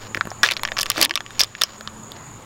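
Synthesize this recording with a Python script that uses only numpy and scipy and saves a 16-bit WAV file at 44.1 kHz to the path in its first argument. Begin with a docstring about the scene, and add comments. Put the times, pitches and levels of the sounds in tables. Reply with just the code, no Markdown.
"""In a garden, insects shrill, a far motor hums and a breeze rumbles on the microphone. Close by, fingers rub a
small plastic cup and pick at its tab; each slip or buckle of the film lid snaps. Now and then a soft low pop
sounds. The seal gives way with a short squeal and crackles as it tears. The loose lid flutters, twangs free at
about one second and is crumpled with more snaps, leaving mostly the garden at the end. Throughout, the recorder
turns everything down after loud snaps and holds back the peaks."""
import sys
import numpy as np
from scipy import signal
from scipy.fft import rfft, irfft
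from scipy.io import wavfile
from scipy.ndimage import uniform_filter1d, minimum_filter1d

SR = 44100
rng = np.random.default_rng(int(sys.argv[2]) if len(sys.argv) > 2 else 0)


def wav_record(signal):
    """Record a signal, one row per channel, as 16-bit PCM in the file named by sys.argv[1]."""
    frames = np.transpose(np.atleast_2d(signal))
    bounded = np.clip(frames, -1, 1)
    # unit amplitude maps onto the largest positive 16-bit level
    quanta = np.round(bounded * 32767).astype(np.int16)
    wavfile.write(sys.argv[1], SR, quanta)


N = 108045

# Most levels are relative: the functions below scale the sounds further.
# tone of the garden's background hiss (frequency [Hz], level [dB])
AIR_TONE = [(20, -6.5), (45, -3.5), (75, -4), (115, 5), (160, -1), (230, -1.5), (330, -4), (700, -8),
            (1100, -3), (1700, -13), (2600, -17.5), (4000, -21.5), (6000, -26.5), (7800, -23.5),
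            (9000, -27.5), (16000, -37)]
# hum of the far motor (time [s], lowest note [dB], octave above [dB])
MOTOR_LEVELS = [(0, -42.5, -60), (.38, -42.5, -52), (.8, -44.5, -50), (1.3, -54, -62), (1.7, -51, -45.5),
                (1.9, -48.5, -43), (2.15, -51, -49.5), (2.45, -44, -54)]
# tone of the insect chorus (frequency [Hz], level [dB])
CHORUS_TONE = [(5500, -62), (6400, -20), (6650, -8), (6820, -7.5), (7000, -1.5), (7150, -21), (7380, -15.5),
               (8500, -38)]
# swelling of the chorus (time [s], level [dB])
CHORUS_SWELL = [(0, -48), (.6, -46.5), (1.2, -48), (1.7, -45), (1.83, -43.5), (1.92, -52.5), (2.05, -44.5),
                (2.16, -48.5), (2.29, -44.5), (2.45, -53.5)]
# gusts on the microphone (time [s], level [dB])
GUSTS = [(0, -35), (.1, -66), (.52, -59), (.66, -35.5), (.9, -44.5), (1.1, -72), (1.37, -45), (1.45, -75)]
# finger strokes on the plastic (middle time [s], half length [s], level [dB])
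STROKES = [(0.026, 0.022, -39.5), (0.065, 0.012, -38.5), (.169, 0.0024, -38), (0.918, 0.038, -38),
           (1.431, 0.0045, -20.5), (1.584, 0.018, -40.5), (1.696, 0.079, -40), (2.164, 0.0075, -38)]
# tone of a stroke (frequency [Hz], level [dB])
STROKE_TONE = [(300, 5), (1300, 7), (3500, 2.5), (5500, 1.5), (8000, -22), (16000, -15)]
# snaps (time [s], film pitch [Hz], film level [dB], wall pitch [Hz], body level [dB], crack level [dB])
SNAP_EVENTS = [(0.1469, 1900, -14.5, 1190, -17, -34), (0.1725, 1620, -15.5, 734, -28, -54),
               (0.2102, 1400, -5.5, 3750, -19, -52), (0.3044, 5540, -26, 564, -47, -41),
               (0.316, 750, -20, 1620, -30.5, -48), (0.4322, 5280, -1, 1630, 2, -12),
               (0.4623, 3630, -7, 1800, -6.5, -36), (0.4883, 2600, -3, 1840, -5.5, -46),
               (0.5033, 2220, -11, 3550, -26, -49), (0.5118, 3920, -11, 2410, -11, -17),
               (0.5196, 2100, -12, 3660, -8.5, -20), (0.5364, 4460, -20, 2100, -24, -30),
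               (0.567, 4020, -14, 2340, -11, -37), (0.573, 4200, -24, 1560, -22, -37),
               (0.5948, 1920, -22.5, 1040, -23.5, -69), (0.634, 920, -13.5, 2040, -12.5, -20.5),
               (0.6511, 2420, -12, 1630, -10, -36), (0.6757, 1800, -23, 3420, -19.5, -37),
               (0.687, 1780, -23, 2670, -28, -55), (0.7189, 1770, -14.5, 614, -18.5, -55),
               (0.7683, 3450, -22, 1190, -15.5, -49), (0.772, 1850, -33, 1100, -15.5, -44),
               (0.784, 1480, -25, 4930, -15.5, -28), (0.7887, 5200, -16.5, 2750, -11, -26),
               (0.7978, 2750, -28, 1130, -16, -20), (0.8089, 5900, -15, 2890, -22, -28),
               (0.8125, 4930, -14, 3560, -20, -21), (0.8164, 5000, -18, 3360, -28, -18),
               (0.8308, 5300, -13, 2700, -13, -15), (0.8587, 2860, -22, 1130, -22, -31),
               (0.8643, 5700, -25, 1970, -20.5, -37), (0.901, 5180, -10, 2800, -9, -7),
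               (0.906, 1720, -15, 3100, -17, -31), (0.9171, 3480, -15.5, 2600, -17, -26),
               (0.9606, 1250, -24, 555, -22, -47), (0.968, 3560, -22, 4570, -32, -36),
               (0.9728, 4440, -19.5, 1940, -35, -36), (0.9793, 1400, -14.5, 540, -14, -25),
               (0.982, 1920, -25, 590, -19.5, -28), (1.0141, 4500, 3.5, 1930, -8, -1),
               (1.0241, 3100, -10, 1950, -7, -17), (1.0262, 4450, 2, 3320, 1, -1),
               (1.0288, 2860, 3, 590, -10, 6.5), (1.0365, 5040, -7, 2970, -11, -23),
               (1.043, 3450, -9, 1050, -9, -20), (1.046, 3070, -15, 4940, -5, -8),
               (1.0472, 3380, -7, 4960, -13, -15), (1.0504, 3620, -10, 2640, -12, -1.5),
               (1.058, 3400, -12, 2000, -8.5, -26), (1.0951, 3140, -17, 1100, -11.5, -30),
               (1.1094, 1690, -4.5, 2700, -6, -33), (1.1389, 3095, -19, 1420, -23, -40),
               (1.156, 3460, -4.5, 5040, -6.5, -9.5), (1.1607, 2080, -14, 5500, -13, -29),
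               (1.1754, 2620, -9, 1160, -11.5, -42), (1.2057, 800, -20.5, 1740, -14, -54),
               (1.2632, 1910, -28, 2950, -23.5, -45), (1.3067, 1440, -29, 3360, -28.5, -42),
               (1.3946, 5600, -10, 2550, -14, -15), (1.3988, 4900, -14, 2460, -18.5, -9),
               (1.4048, 5740, -11, 3570, -13, -22), (1.407, 4970, -1, 3500, -3, -9),
               (1.4142, 5180, 9, 2460, -11, -8), (1.4354, 5060, -3, 3050, -7.5, -10),
               (1.4442, 3430, -25, 4950, -17, -24), (1.5511, 1680, -21, 2540, -21, -53),
               (1.6138, 3230, -25, 2440, -5.5, -22), (1.618, 3500, 3.5, 1365, -2.5, -4),
               (1.6361, 5300, 4.5, 2780, -4.5, -7), (1.809, 1410, -25, 560, -24.5, -40),
               (1.8751, 3180, -20, 1160, -20, -64), (2.1188, 3500, -28.5, 575, -33.5, -32.5)]
# the cup's own notes (pitch [Hz], level [dB], time to fade by 60 dB [s])
CUP_NOTES = [(624, -11, .014), (1181, -2, 0.022), (1750, -0.5, 0.012), (2355, 2, 0.005), (3446, 4, 0.013),
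             (4295, -0.5, 0.0073), (5250, 1, 0.0041), (5800, -5.5, 0.0091)]
# tone of bright cracks and ticks (frequency [Hz], level [dB])
CRACK_TONE = [(1000, -30), (5000, 7), (7500, 0), (9000, 2), (11000, 0), (13000, -1.5), (16000, -4.5)]
# tone of the duller crackle and rattle (frequency [Hz], level [dB])
CRACKLE_TONE = [(170, -33), (380, -4.5), (900, -2.5), (1700, -1), (2600, -1.5), (3600, -0.5), (4500, -6),
                (5600, -6.5), (7500, -15), (11000, -27), (16000, -23.5)]
# soft low pops and dull clicks (time [s], level [dB])
LOW_POPS = [(.155, -23), (.175, -20.5), (0.2539, -20), (.272, -19), (1.026, -17.5)]
# tone of a low pop (frequency [Hz], level [dB])
LOW_POP_TONE = [(30, -10), (200, 2.5), (500, -8.5), (1500, -16), (6000, -35.5), (16000, -38.5)]
# crackle as the seal tears and the film rubs (time [s], level [dB])
TEAR_LEVEL = [(.429, -59), (.435, -11), (.447, -16.5), (.47, -19), (.5, -31), (.52, -20.5), (.55, -49.5),
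              (.755, -60), (.775, -35.5), (.815, -35), (.85, -69), (.91, -36.5), (.95, -38), (.99, -27),
              (1.03, -16.5), (1.052, -20), (1.08, -61), (1.39, -42.5), (1.405, -21), (1.436, -24.5),
              (1.46, -38), (1.6, -57), (1.62, -21), (1.655, -43), (1.72, -61)]
# squeal as the seal first gives way (time [s], pitch [Hz], level [dB])
SQUEAL = [(.432, 5564, -36), (.4337, 5155, -9), (.4355, 5080, -20), (.4365, 1494, -4), (.441, 1770, -1.5),
          (.445, 1690, -10), (.456, 1690, -29)]
# flutter as the lid is bent back, freed and folded (time [s], level [dB])
FLUTTER_LEVEL = [(.5, -46), (.57, -46), (.74, -47.5), (.94, -61), (.975, -37), (1.0, -27), (1.035, -28),
                 (1.06, -31), (1.12, -47)]
# hollow notes of the loose lid (pitch [Hz], level [dB])
LID_NOTES = [(320, -1), (460, -2.5), (610, 2.5), (790, 1.5), (910, 2), (1070, -9)]
# the lid's lowest note as it springs free (time [s], pitch [Hz], level [dB])
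LID_TWANG = [(.968, 285, -46), (.984, 303, -25), (1.003, 345, -31), (1.03, 258, -30), (1.05, 262, -26),
             (1.073, 282, -28), (1.09, 315, -38), (1.113, 342, -28), (1.135, 365, -46)]
# tone of the reflections (frequency [Hz], level [dB])
ECHO_TONE = [(200, 3), (2000, 4), (5500, 1), (8000, -10), (16000, -17)]


def amp(db):
    """Turns decibels into a number to multiply by."""
    return 10 ** (np.asarray(db) / 20)


def unit(x):
    """Scales a sound to an average power of 1."""
    return x / np.sqrt(np.mean(x ** 2) + 1e-20)


def unit_hit(x):
    """Scales a short sound to the energy of one millisecond at full level."""
    return x * np.sqrt(SR / 1000 / (np.sum(x ** 2) + 1e-20))


def curve(points):
    """Joins rows (time, value, ...) with straight lines; one curve per value column."""
    times, *columns = np.transpose(points)
    return [np.interp(np.arange(N) / SR, times, column) for column in columns]


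def during(table):
    """On between a table's first and last time, off outside."""
    t = np.arange(N) / SR
    return (t > table[0][0]) * (t < table[-1][0])


def level_at(tone, hz):
    """Looks up a tone table's level in dB at the given frequencies."""
    table_hz, db = np.transpose(tone)
    return np.interp(np.log(hz + 1), np.log(table_hz + 1), db)


def colour(x, tone, size=4096):
    """Filters a sound to follow a tone table, with no ringing before the sound starts."""
    log_gain = np.log(amp(level_at(tone, abs(np.fft.fftfreq(size, 1 / SR)))))
    response = np.exp(np.conj(signal.hilbert(log_gain)))
    taps = np.fft.ifft(response).real[:size // 2]
    return signal.fftconvolve(x, taps)[:len(x)]


def add(mix, start_s, sound):
    """Mixes a sound in at the given time."""
    part = mix[max(round(start_s * SR), 0):][:len(sound)]
    part += sound[:len(part)]


def drift(rate_hz):
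    """Random wavering, mostly slower than the given rate."""
    rolloff = 1 + (np.fft.rfftfreq(N, 1 / SR) / rate_hz) ** 4
    return unit(irfft(rfft(rng.standard_normal(N)) / rolloff, N))


def grains(per_s, spread_db):
    """Tiny clicks of uneven size at random times."""
    size = amp(spread_db * np.minimum(rng.exponential(1, N), 3.5)) * rng.choice([-1, 1], N)
    return size * (rng.random(N) < per_s / SR)


def garden_air():
    """A distant wash of noise, with patches of its tone drifting up and down."""
    frames = dict(nperseg=2048, noverlap=1536)
    hz, _, spectrum = signal.stft(rng.standard_normal(N), SR, **frames)
    patches = uniform_filter1d(rng.standard_normal(spectrum.shape), size=20, axis=0)  # across pitch
    patches = unit(uniform_filter1d(patches, size=8, axis=1))  # across time
    gain = amp(level_at(AIR_TONE, hz)[:, None] + 2 * patches)
    air = signal.istft(spectrum * gain, **frames)[1][:N]
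    return amp(-41) * unit(air)


def motor(pitch_hz=107.5):
    """A far motor hums on a wavering low note and the octave above it."""
    phase = 2 * np.pi * np.cumsum(pitch_hz * (1 + .012 * drift(6.15))) / SR
    return sum(amp(db + 1.2 * drift(14)) * np.sin(k * phase)
               for k, db in enumerate(curve(MOTOR_LEVELS), 1))


def insects(first_s=.036, every_s=.1595, chirp_s=.055, top_hz=8200):
    """A shrill chorus swells and sinks; one insect repeats a thin chirp that rises and falls."""
    chorus = unit(colour(rng.standard_normal(N), CHORUS_TONE))
    chorus *= amp(curve(CHORUS_SWELL)[0] + 1.9 * drift(60))
    from_middle_s = (np.arange(N) / SR - first_s + every_s / 2) % every_s - every_s / 2
    edge = np.minimum((2 * from_middle_s / chirp_s) ** 2, 1)  # 0 mid-chirp, 1 between chirps
    hz = top_hz - 365 * edge + 70 * drift(190)
    level = amp(-54 - 5 * abs(drift(1.8)))
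    return chorus + level * (1 - edge) * np.sin(2 * np.pi * np.cumsum(hz) / SR)


def breeze():
    """Light gusts push on the microphone and make it rumble."""
    return amp(curve(GUSTS)[0]) * drift(rate_hz=24.9)


def fingers():
    """Fingertips slide on the cup in short, grainy strokes."""
    t = np.arange(N) / SR
    strokes = sum(amp(db) * np.exp(-((t - middle_s) / half_s) ** 2) for middle_s, half_s, db in STROKES)
    return strokes * unit(colour(grains(per_s=2500, spread_db=5.5), STROKE_TONE))


def swell(t, hz, cycles=.41):
    """Ringing plastic takes a moment to build up, longer for low notes."""
    return (1 - np.exp(-t * hz / cycles)) ** 2


def patch_ring(t, hz):
    """A patch of plastic rings for a few cycles; low notes last longer than high ones."""
    fade_s = .0003 + .75 / hz
    envelope = swell(t, hz) * np.exp(-t / fade_s)
    return unit_hit(np.gradient(envelope * np.sin(2 * np.pi * hz * t)))


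def cup_ring(t, detune=.027, spread_db=3.5):
    """The cup's notes ring together; each grip shifts their pitch and strength a little."""
    out = np.zeros(len(t))
    for hz, db, fade_s in CUP_NOTES:
        shift, strength, side = rng.standard_normal(3)
        envelope = swell(t, hz) * amp(-60 * t / fade_s)
        note = np.gradient(envelope * np.sin(2 * np.pi * hz * (1 + detune * shift) * t))
        out += np.sign(side) * amp(db + spread_db * strength) * unit_hit(note)
    return unit_hit(out)


def noise_hit(t, tone, rise_s, fade_s):
    """The noisy part of a snap: a burst that rises fast and dies away."""
    burst = rng.standard_normal(len(t)) * (1 - np.exp(-t / rise_s)) * np.exp(-t / fade_s)
    return unit_hit(colour(burst, tone, size=1024))


def snaps():
    """The film buckles with a bright crack and rings; the knock sets the wall and whole cup ringing."""
    out = np.zeros(N)
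    t = np.arange(900) / SR  # time since the snap
    for start_s, film_hz, film_db, wall_hz, body_db, crack_db in SNAP_EVENTS:
        rattle = noise_hit(t, CRACKLE_TONE, rise_s=.00012, fade_s=.0016)
        crack = amp(crack_db + 1) * noise_hit(t, CRACK_TONE, rise_s=.00027, fade_s=.00045)
        film = amp(film_db - .5) * patch_ring(t, film_hz)
        body = amp(-3.5) * cup_ring(t) + amp(-10.5) * rattle - amp(-4.5) * patch_ring(t, wall_hz)
        add(out, start_s, film + amp(body_db) * body + crack)
    return out


def low_pops(fade_s=.0011):
    """Soft low pops and dull clicks: very short bursts of noise with little treble."""
    out = np.zeros(N)
    t = np.arange(1500) / SR
    for start_s, db in LOW_POPS:
        burst = rng.standard_normal(len(t)) * np.exp(-t / fade_s)
        add(out, start_s, amp(db) * unit_hit(colour(burst, LOW_POP_TONE)))
    return out


def tearing():
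    """The seal lets go in a dense run of dull slips, with a few bright ticks among them."""
    slips = unit(colour(grains(per_s=2100, spread_db=4), CRACKLE_TONE))
    ticks = unit(colour(grains(per_s=160, spread_db=4), CRACK_TONE))
    return amp(curve(TEAR_LEVEL)[0]) * (slips + amp(-16) * ticks)


def seal_squeal(roughness=.07):
    """The first stretch of seal squeals as it slips, dropping in pitch into the ring of the cup."""
    hz, db = curve(SQUEAL)
    phase = 2 * np.pi * np.cumsum(hz * (1 + roughness * drift(810))) / SR
    return amp(db) * np.sin(phase) * during(SQUEAL)


def lid_flutter(fade_s=.022):
    """The loose lid flexes, and many tiny clicks set its hollow notes ringing."""
    t = np.arange(SR // 10) / SR
    flutter = np.zeros(N)
    for hz, db in LID_NOTES:
        note = amp(db - 60 * t / fade_s) * np.sin(2 * np.pi * hz * t)
        flutter += signal.fftconvolve(grains(per_s=1100, spread_db=.9), note)[:N]
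    return amp(curve(FLUTTER_LEVEL)[0]) * unit(flutter) * during(FLUTTER_LEVEL)


def lid_twang():
    """The pulled lid's lowest note rises, sags, then twangs upward as it springs free."""
    hz, db = curve(LID_TWANG)
    return amp(db) * np.sin(2 * np.pi * np.cumsum(hz) / SR) * during(LID_TWANG)


def reflections(x, near_fade_s=.0093, far_fade_s=.05, echo_s=.0052):
    """Sound bounces off hands, cup and pavement, with a faint tail; hands and grass soak up treble."""
    t = np.arange(SR // 3) / SR
    near, far = rng.standard_normal((2, len(t))) * (t > .0015)
    near *= amp(-60 * t / near_fade_s)
    far *= amp(-60 * t / far_fade_s)
    bounces = amp(-20) * near / np.linalg.norm(near) + amp(-18) * far / np.linalg.norm(far)
    add(bounces, echo_s, amp([-21]))  # one close echo
    return x + colour(signal.fftconvolve(x, bounces)[:N], ECHO_TONE)


def scene():
    """The close sounds in front of the garden, in one channel."""
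    close = snaps() + tearing() + seal_squeal() + lid_flutter() + lid_twang() + fingers() + low_pops()
    return (reflections(close) + garden_air() + motor() + insects() + breeze())[None]


def record(dry, threshold_db=-17, recover_db_per_s=23.5, lag_s=.0064, hold_s=.00026, top_hz=16200):
    """The recorder turns down after loud snaps, holds back the peaks and cuts the highest treble."""
    keep = np.exp(-1 / (lag_s * SR))
    smoother = [1 - keep], [1, -keep]
    power_db = 10 * np.log10(signal.lfilter(*smoother, dry[0] ** 2) + 1e-12)
    wanted_cut_db = .51 * np.maximum(power_db - threshold_db, 0)
    recovery_db = np.arange(N) * recover_db_per_s / SR
    cut_db = np.maximum.accumulate(wanted_cut_db + recovery_db) - recovery_db  # cuts ease off slowly
    ducked = dry * amp(-signal.lfilter(*smoother, cut_db))
    hold = max(int(hold_s * SR), 2)
    peak_gain = 1 / np.maximum(abs(ducked), 1)
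    peak_gain = uniform_filter1d(minimum_filter1d(peak_gain, hold), hold)
    treble_cut = signal.firwin(255, top_hz, window=("kaiser", 7), fs=SR)
    return signal.oaconvolve(ducked * peak_gain, treble_cut[None], "same")


dry = scene()
out = record(dry)
wav_record(out)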